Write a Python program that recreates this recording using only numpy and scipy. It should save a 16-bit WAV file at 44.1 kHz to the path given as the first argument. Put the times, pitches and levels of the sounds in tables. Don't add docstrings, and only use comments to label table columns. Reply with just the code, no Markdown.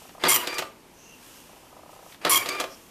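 import sys
import numpy as np
from scipy import signal
from scipy.fft import rfft, irfft, next_fast_len
from scipy.io import wavfile
from scipy.ndimage import uniform_filter1d, minimum_filter1d, map_coordinates

SR = 44100
rng = np.random.default_rng(int(sys.argv[2]) if len(sys.argv) > 2 else 0)


def put_to_file(sound):
    columns = np.atleast_2d(sound).T
    safe = np.clip(columns, -1, 1)
    whole_steps = np.round(safe * 32767)
    wavfile.write(sys.argv[1], SR, whole_steps.astype(np.int16))


N = 127890

# start_s, thud_db, clack_db, snap_db, cover_db, fade_s
# (a fade time is how long a sound takes to drop by 60 dB)
BLOWS = [(0.2369, -21, -17.5, -27, -21, 0.04), (0.4712, -34, -24.5, -28.5, -47, 0.04),
         (.541, -54, -46, -34.5, -51, 0.059), (.582, -42, -25, -27, -36, 0.054),
         (.589, -28.5, -37, -36, -31.5, 0.071), (0.621, -32.5, -34.5, -45, -25.5, 0.057),
         (2.2486, -25, -18, -28, -22, 0.031), (2.458, -33.5, -31, -36, -32, 0.09),
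         (2.4877, -40.5, -29, -23.5, -37, 0.031), (2.599, -29.5, -26, -26, -50, 0.055),
         (2.609, -34.5, -36, -48, -37, 0.068), (2.6385, -31, -28.5, -41, -26, 0.025)]
# pitch_hz, level_db
THUD_TONE = [(30, -35), (100, -18), (200, -12), (350, -3.5), (600, 1.5), (950, -4.5), (1250, 0.5),
             (2000, -13), (5000, -78)]
CLACK_TONE = [(300, -14.5), (1000, 2), (1600, 1.5), (2400, 4.5), (4000, 1), (5500, -7.5), (9000, -52)]
SNAP_TONE = [(1500, -8), (4500, 5), (7500, 4.5), (10000, -2), (14000, -1.5)]
# pitch_hz, level_db, fade_s
CASE_NOTES = [(307, -9.5, 0.098), (379, -5, 0.12), (894, -10, 0.11), (1194, -0.5, 0.077),
              (1710, -15, 0.033), (2490, -7, 0.061), (3382, -3, 0.052)]
COVER_NOTES = [(550, -6, .09), (652.6, -3, 0.085)]


def blows():
    thud, clack, snap = noise(THUD_TONE), noise(CLACK_TONE), noise(SNAP_TONE)
    out, t = np.zeros(N), np.arange(SR // 4) / SR

    def notes(rows):
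        return sum(note(t, hz, db + rng.normal(0, 1.5), fade_s) for hz, db, fade_s in rows)

    for start, thud_db, clack_db, snap_db, cover_db, fade_s in BLOWS:
        hit = amp(thud_db) * thud + amp(clack_db) * clack + amp(snap_db) * snap
        out += hit * gate(start, start + 0.0028, 0.00078, fade_s)
        ring = amp(thud_db - 1.5) * notes(CASE_NOTES) + amp(cover_db) * notes(COVER_NOTES)
        add_at(out, start, ring * rise(t, 0.0014))
    return out


# start_s, end_s, level_db
JUDDERS = [(0.25, 0.274, -21), (2.258, 2.278, -23.5)]
# pitch_hz, level_db
JUDDER_TONE = [(40, -49), (170, -7.5), (340, -1), (560, 0), (800, -1.5), (1600, -2.5), (2340, -9),
               (4760, -11.5), (5250, -19.5), (14000, -32)]


def clamp_judder(rate_hz=480):
    count = np.cumsum(rate_hz * (1 + 0.43 * wobble(400))) / SR
    knocks = np.diff(np.floor(count), prepend=0) * np.tanh(2 * wobble(900))
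    rattle = unit(knocks) + 1.03 * rng.standard_normal(N)
    loudness = sum(amp(db) * gate(start, end, 0.00068, 0.047) for start, end, db in JUDDERS)
    return loudness * unit(filtered(rattle, tone_curve(JUDDER_TONE)))


# start_s, end_s, rasp_db, ring_hz, ring_db, buzz1_db, buzz2_db, buzz3_db
PRINT_BURSTS = [(0.283, 0.291, -24, 11300, -25, -40, -23, -29),
                (0.287, 0.297, -15.5, 9170, -21, -34, -20.5, -39),
                (0.298, 0.3095, -19, 9200, -21, -31, -24, -31),
                (.311, .322, -21, 13000, -29, -24.5, -25, -33),
                (0.322, 0.336, -23.5, 7500, -31, -38, -33, -25.5),
                (0.3415, 0.357, -20.5, 13730, -21, -35, -36, -25.5),
                (0.36, 0.363, -17, 14100, -22, -31, -50, -32),
                (2.2948, 2.3026, -23, 10950, -22, -33, -42, -42),
                (2.304, 2.325, -20, 9700, -28, -24.5, -29, -36),
                (2.325, 2.339, -20.5, 13900, -28, -24.5, -29, -22),
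                (2.3445, 2.347, -15.5, 13850, -34, -19, -19, -29),
                (2.356, 2.37, -23.5, 13900, -26, -26, -37, -20),
                (2.368, 2.377, -22.5, 7150, -25.5, -25, -36, -22)]
# pitch_hz, level_db
NEEDLE_TONE = [(40, -50), (160, -27), (357, -11), (650, -18.5), (892, -11), (1120, 1.5), (1400, -14.5),
               (2130, -9), (2800, -8), (3600, -15), (4420, -8.5), (8390, -14), (9190, -4.5), (14200, -14)]
# pitch_hz, width_hz, level_db
HEAD_RINGS = [(9320, 90, -2), (13000, 250, 1.5), (13500, 210, 2), (5800, 47, 5.5), (7310, 400, 1.5)]


def needles():
    phase = gear_phase(flutter=0.008)
    count = phase / (2 * np.pi)
    force = amp(2.5 * rng.standard_normal(N))[count.astype(int)]
    since_strike_s = (count % 1) / (np.gradient(count) * SR)
    strikes = force * fade(since_strike_s, 0.003)
    gates = np.array([gate(start, end, 0.00039, 0.032) for start, end, *_ in PRINT_BURSTS])
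    _, _, rasp_db, ring_hz, ring_db, *buzz_db = np.transpose(PRINT_BURSTS)

    def struck(response):
        return unit(filtered(strikes * rng.standard_normal(N), response))

    def loudness(db):
        return np.max(gates * amp(db)[:, None], axis=0)

    cracks = struck(tone_curve(NEEDLE_TONE)) + amp(-4) * struck(resonances(HEAD_RINGS))
    ring = sum(burst * amp(db) * struck(resonances([(hz, 200, 0)]))
               for burst, hz, db in zip(gates, ring_hz, ring_db))
    buzz = sum(loudness(db) * amp(1.6 * wobble(260)) * np.sin(k * phase + 0.42 * wobble(280))
               for k, db in enumerate(buzz_db, 1))
    return loudness(rasp_db) * cracks + ring + buzz


# time_s, pitch_hz
GEAR_PITCH = [
    [(.2, 1189), (.27, 1205), (.29, 1064), (.312, 1061), (.326, 1119), (.352, 1024), (.374, 956.2),
     (.42, 970.4), (.46, 1007), (.476, 1185), (.495, 1149), (.52, 1185), (.55, 1195), (.59, 1176)],
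    [(2.21, 1177), (2.28, 1204), (2.305, 1150), (2.33, 1091), (2.345, 1099), (2.374, 1079), (2.387, 1159),
     (2.42, 1135), (2.455, 1152), (2.5, 1188), (2.517, 1147), (2.546, 1212), (2.6, 1171)],
]


def gear_phase(flutter):
    times, pitches = np.transpose(np.vstack(GEAR_PITCH))
    return phase_of(np.interp(clock(), times, pitches) * (1 + flutter * wobble(170)))


# start_s, clamp_shut_s, stop_s, level_db
MOTOR_RUNS = [(0.193, 0.222, 0.597, -0.5), (2.211, 2.27, 2.612, -0.5)]
# pitch_hz, level_db
GEAR_TONE = [(35, -47), (149, -23), (340, -1.5), (790, -5), (1190, -5), (2500, -5.5), (3400, -12),
             (4450, -16.5), (4790, -10), (5200, -17.5), (14000, -27.5)]
# start_s, end_s, tone1_db, tone2_db, tone3_db, tone4_db
WHINES = [(0.268, 0.275, -33, -28, -48, -22), (0.356, 0.378, -34, -36, -33, -55),
          (0.382, 0.416, -42, -50, -36, -57), (0.425, 0.443, -35.5, -55, -55, -56),
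          (0.462, 0.46, -42, -52, -55, -29), (0.478, 0.587, -41, -36, -58, -39.5),
          (2.384, 2.423, -47, -29.5, -53, -55), (2.426, 2.437, -37, -33, -59, -41),
          (2.502, 2.521, -33, -30, -44, -39), (2.523, 2.597, -38.5, -36.5, -47, -47.5)]


def motor():
    phase = gear_phase(flutter=0.005)
    rattle = amp(-36 + 1.43 * wobble(130)) * noise(GEAR_TONE)
    out = np.zeros(N)
    for start, shut, stop, db in MOTOR_RUNS:
        spin_up = amp(-5.5) * gate(start, shut, 0.0075, 0.02)
        running = gate(shut, stop, 0.0026, fade_s=0.19)
        out += amp(db) * (spin_up + running) * rattle
    for k, levels in enumerate(np.transpose(WHINES)[2:], 1):
        loudness = sum(amp(db) * gate(start, end, 0.0006, 0.021)
                       for (start, end, *_), db in zip(WHINES, levels))
        flicker = amp((1.3 + 0.55 * k) * wobble(110))
        out += loudness * flicker * np.sin(k * phase + 0.14 * k * wobble(300))
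    return out


# start_s, end_s
CROSSINGS = [(.3, 0.37), (2.31, 2.4)]


def carriage(pitch_hz=106, drift_hz=6.5):
    hum = np.sin(phase_of(pitch_hz + drift_hz * wobble(24.9)))
    return amp(-50) * hum * sum(gate(start, end, 0.015, 0.22) for start, end in CROSSINGS)


# pitch_hz, width_hz, level_db
HOUSING_RINGS = [(1202, 33, -5.5), (384, 19.5, -5.5), (495, 28, -21)]


def housing(shaking):
    return filtered(shaking, resonances(HOUSING_RINGS))


# start_s, level_db
CHIRPS = [(.019, -43), (0.05, -42.5), (.092, -43), (.149, -38), (0.18, -37.5), (1.493, -42), (1.53, -44),
          (1.564, -45), (1.631, -45), (1.667, -44.5), (1.727, -40), (1.765, -39.5), (1.792, -40),
          (1.832, -39), (1.859, -39.5), (1.892, -39.5), (1.930, -38.5), (1.962, -41.5), (1.991, -40.5),
          (2.027, -40.5), (2.062, -38.5)]
# pitch_hz, level_db, fade_s
CHIRP_NOTES = [(793, -11.5, 0.11), (997, -2, 0.036), (1249, -5, 0.036)]


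def chirps(from_hz=475, to_hz=896, glide_s=0.00785):
    out, t = np.zeros(N), np.arange(SR // 16) / SR
    glide_hz = from_hz + (to_hz - from_hz) * rise(t, glide_s)
    for start, db in CHIRPS:
        pitch_hz = glide_hz * (1 + 0.022 * rng.standard_normal())
        tone = np.sin(phase_of(pitch_hz)) * fade(t, 0.043)
        ring = sum(note(t, *row) for row in CHIRP_NOTES)
        add_at(out, start, amp(db) * (tone + ring) * rise(t, 0.0012))
    return out


# time_s, level_db
RUB_LEVELS = [(0, -50), (.1, -53.5), (.16, -58), (.8, -69), (1.0, -60), (1.18, -55.5), (1.25, -50),
              (1.37, -50), (1.45, -53.5), (1.87, -63), (1.92, -54), (2.0, -57.5), (2.13, -49), (2.181, -65),
              (2.68, -56), (2.72, -52), (2.9, -56)]
# pitch_hz, level_db
RUB_TONE = [(300, -8), (1500, 2), (2200, -3), (2800, 6), (4000, -2.5), (5800, 2), (8500, -1), (11000, -1.5),
            (14000, -1.5)]
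# start_s, length_s, pitch_hz, width_hz, level_db
SCRAPES = [(0.928, 0.25, 6150, 600, -56.5), (0.985, 0.23, 2750, 120, -58), (1.115, 0.054, 2740, 70, -54.5),
           (2.68, 0.091, 5400, 600, -52.5)]
# start_s, level_db
TAPS = [(0.092, -44.5), (1.23, -51), (2.122, -42), (2.144, -44)]


def card():
    slips_db = 1.5 * wobble(240)
    out = amp(np.interp(clock(), *np.transpose(RUB_LEVELS)) + slips_db / 2) * noise(RUB_TONE)
    for start, length, hz, width, db in SCRAPES:
        band = resonances([(hz, 1.5 * width, 0)])
        edge = unit(filtered(rng.standard_normal(N), lambda f: band(f) ** 2))
        swell = np.sin(np.pi * np.clip((clock() - start) / length, 0, 1))
        out += amp(db + slips_db) * edge * swell
    taps = sum(amp(db) * gate(start, start, 0.00065, 0.055) for start, db in TAPS)
    return out + taps * noise(CLACK_TONE)


def card_bump(start_s=1.148, pitch_hz=252):
    tone = np.sin(2 * np.pi * pitch_hz * (clock() - start_s))
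    return amp(-46.5) * gate(start_s, start_s + 0.008, 0.004, 0.09) * tone


# pitch_hz, fade_s
ECHO_FADES = [(150, 0.57), (500, 0.45), (1400, 0.37), (4000, 0.28), (12000, 0.31)]


def room_echo(x):
    hz, t, spectrum = signal.stft(rng.standard_normal(SR // 2), SR, nperseg=256)
    _, tail = signal.istft(spectrum * fade(t, along(ECHO_FADES, hz)[:, None]), SR, nperseg=256)
    tail *= rise(np.arange(len(tail)) / SR, 0.0022)
    return signal.fftconvolve(x, tail / np.linalg.norm(tail))[:N]


# pitch_hz, level_db
AIR_TONE = [(15, -39), (25, -4), (91, -7.5), (160, -3.5), (286, -1.5), (761, -9), (868, -5.5), (1440, -15),
            (2570, -14.5), (3630, -19.5), (14000, -24.5)]


def room_air():
    return amp(-53) * noise(AIR_TONE)


def amp(db):
    return 10 ** (np.asarray(db) / 20)


def unit(x):
    return x / np.sqrt(np.mean(x ** 2) + 1e-20)


def clock():
    return np.arange(N) / SR


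def phase_of(hz):
    return 2 * np.pi * np.cumsum(hz) / SR


def rise(t, rise_s):
    return 1 - np.exp(-t / rise_s)


def fade(t, fade_s):
    return np.exp(-np.log(1000) * t / fade_s)


def gate(start, end, rise_s, fade_s):
    t = clock()
    return rise(np.maximum(t - start, 0), rise_s) * fade(np.maximum(t - end, 0), fade_s)


def note(t, hz, db, fade_s):
    return amp(db) * fade(t, fade_s) * np.sin(2 * np.pi * (hz * t + rng.random()))


def add_at(out, start_s, sound):
    span = out[round(start_s * SR):][:len(sound)]
    span += sound[:len(span)]


def wobble(rate):
    return map_coordinates(rng.standard_normal(int(N * rate / SR) + 4), [clock() * rate])


def along(points, hz):
    pitches, values = np.transpose(points)
    return np.interp(np.log(hz + 1), np.log(pitches + 1), values)


def tone_curve(points):
    return lambda hz: amp(along(points, hz))


def resonances(rows):
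    return lambda f: sum(amp(db) * 1j * f * width / (hz * hz - f * f + 1j * f * width)
                         for hz, width, db in rows)


def filtered(x, response):
    size = next_fast_len(N + SR // 2)
    return irfft(rfft(x, size) * response(np.fft.rfftfreq(size, 1 / SR)), size)[:N]


def noise(tone):
    return unit(filtered(rng.standard_normal(N), tone_curve(tone)))


def scene():
    knocks = blows() + clamp_judder()
    printing = needles()
    gears = motor() + carriage()
    soft = chirps() + card() + card_bump()
    knocks += housing(knocks + amp(-2) * printing + gears)
    echo = room_echo(amp(-8) * knocks + amp(-9.5) * printing + amp(-13.5) * gears + amp(-12) * soft)
    return (knocks + printing + gears + soft + echo + room_air())[None]


def record(dry, limit_db=-5.5, hold_s=0.0032, top_hz=14260):
    window = int(hold_s * SR)
    needed = np.minimum(1, amp(limit_db) / (np.abs(dry[0]) + 1e-9))
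    gain = uniform_filter1d(minimum_filter1d(needed, window), window)
    return filtered(dry[0] * gain, lambda hz: 1 / np.sqrt(1 + (hz / top_hz) ** 400))[None]


dry = scene()
out = record(dry)
put_to_file(out)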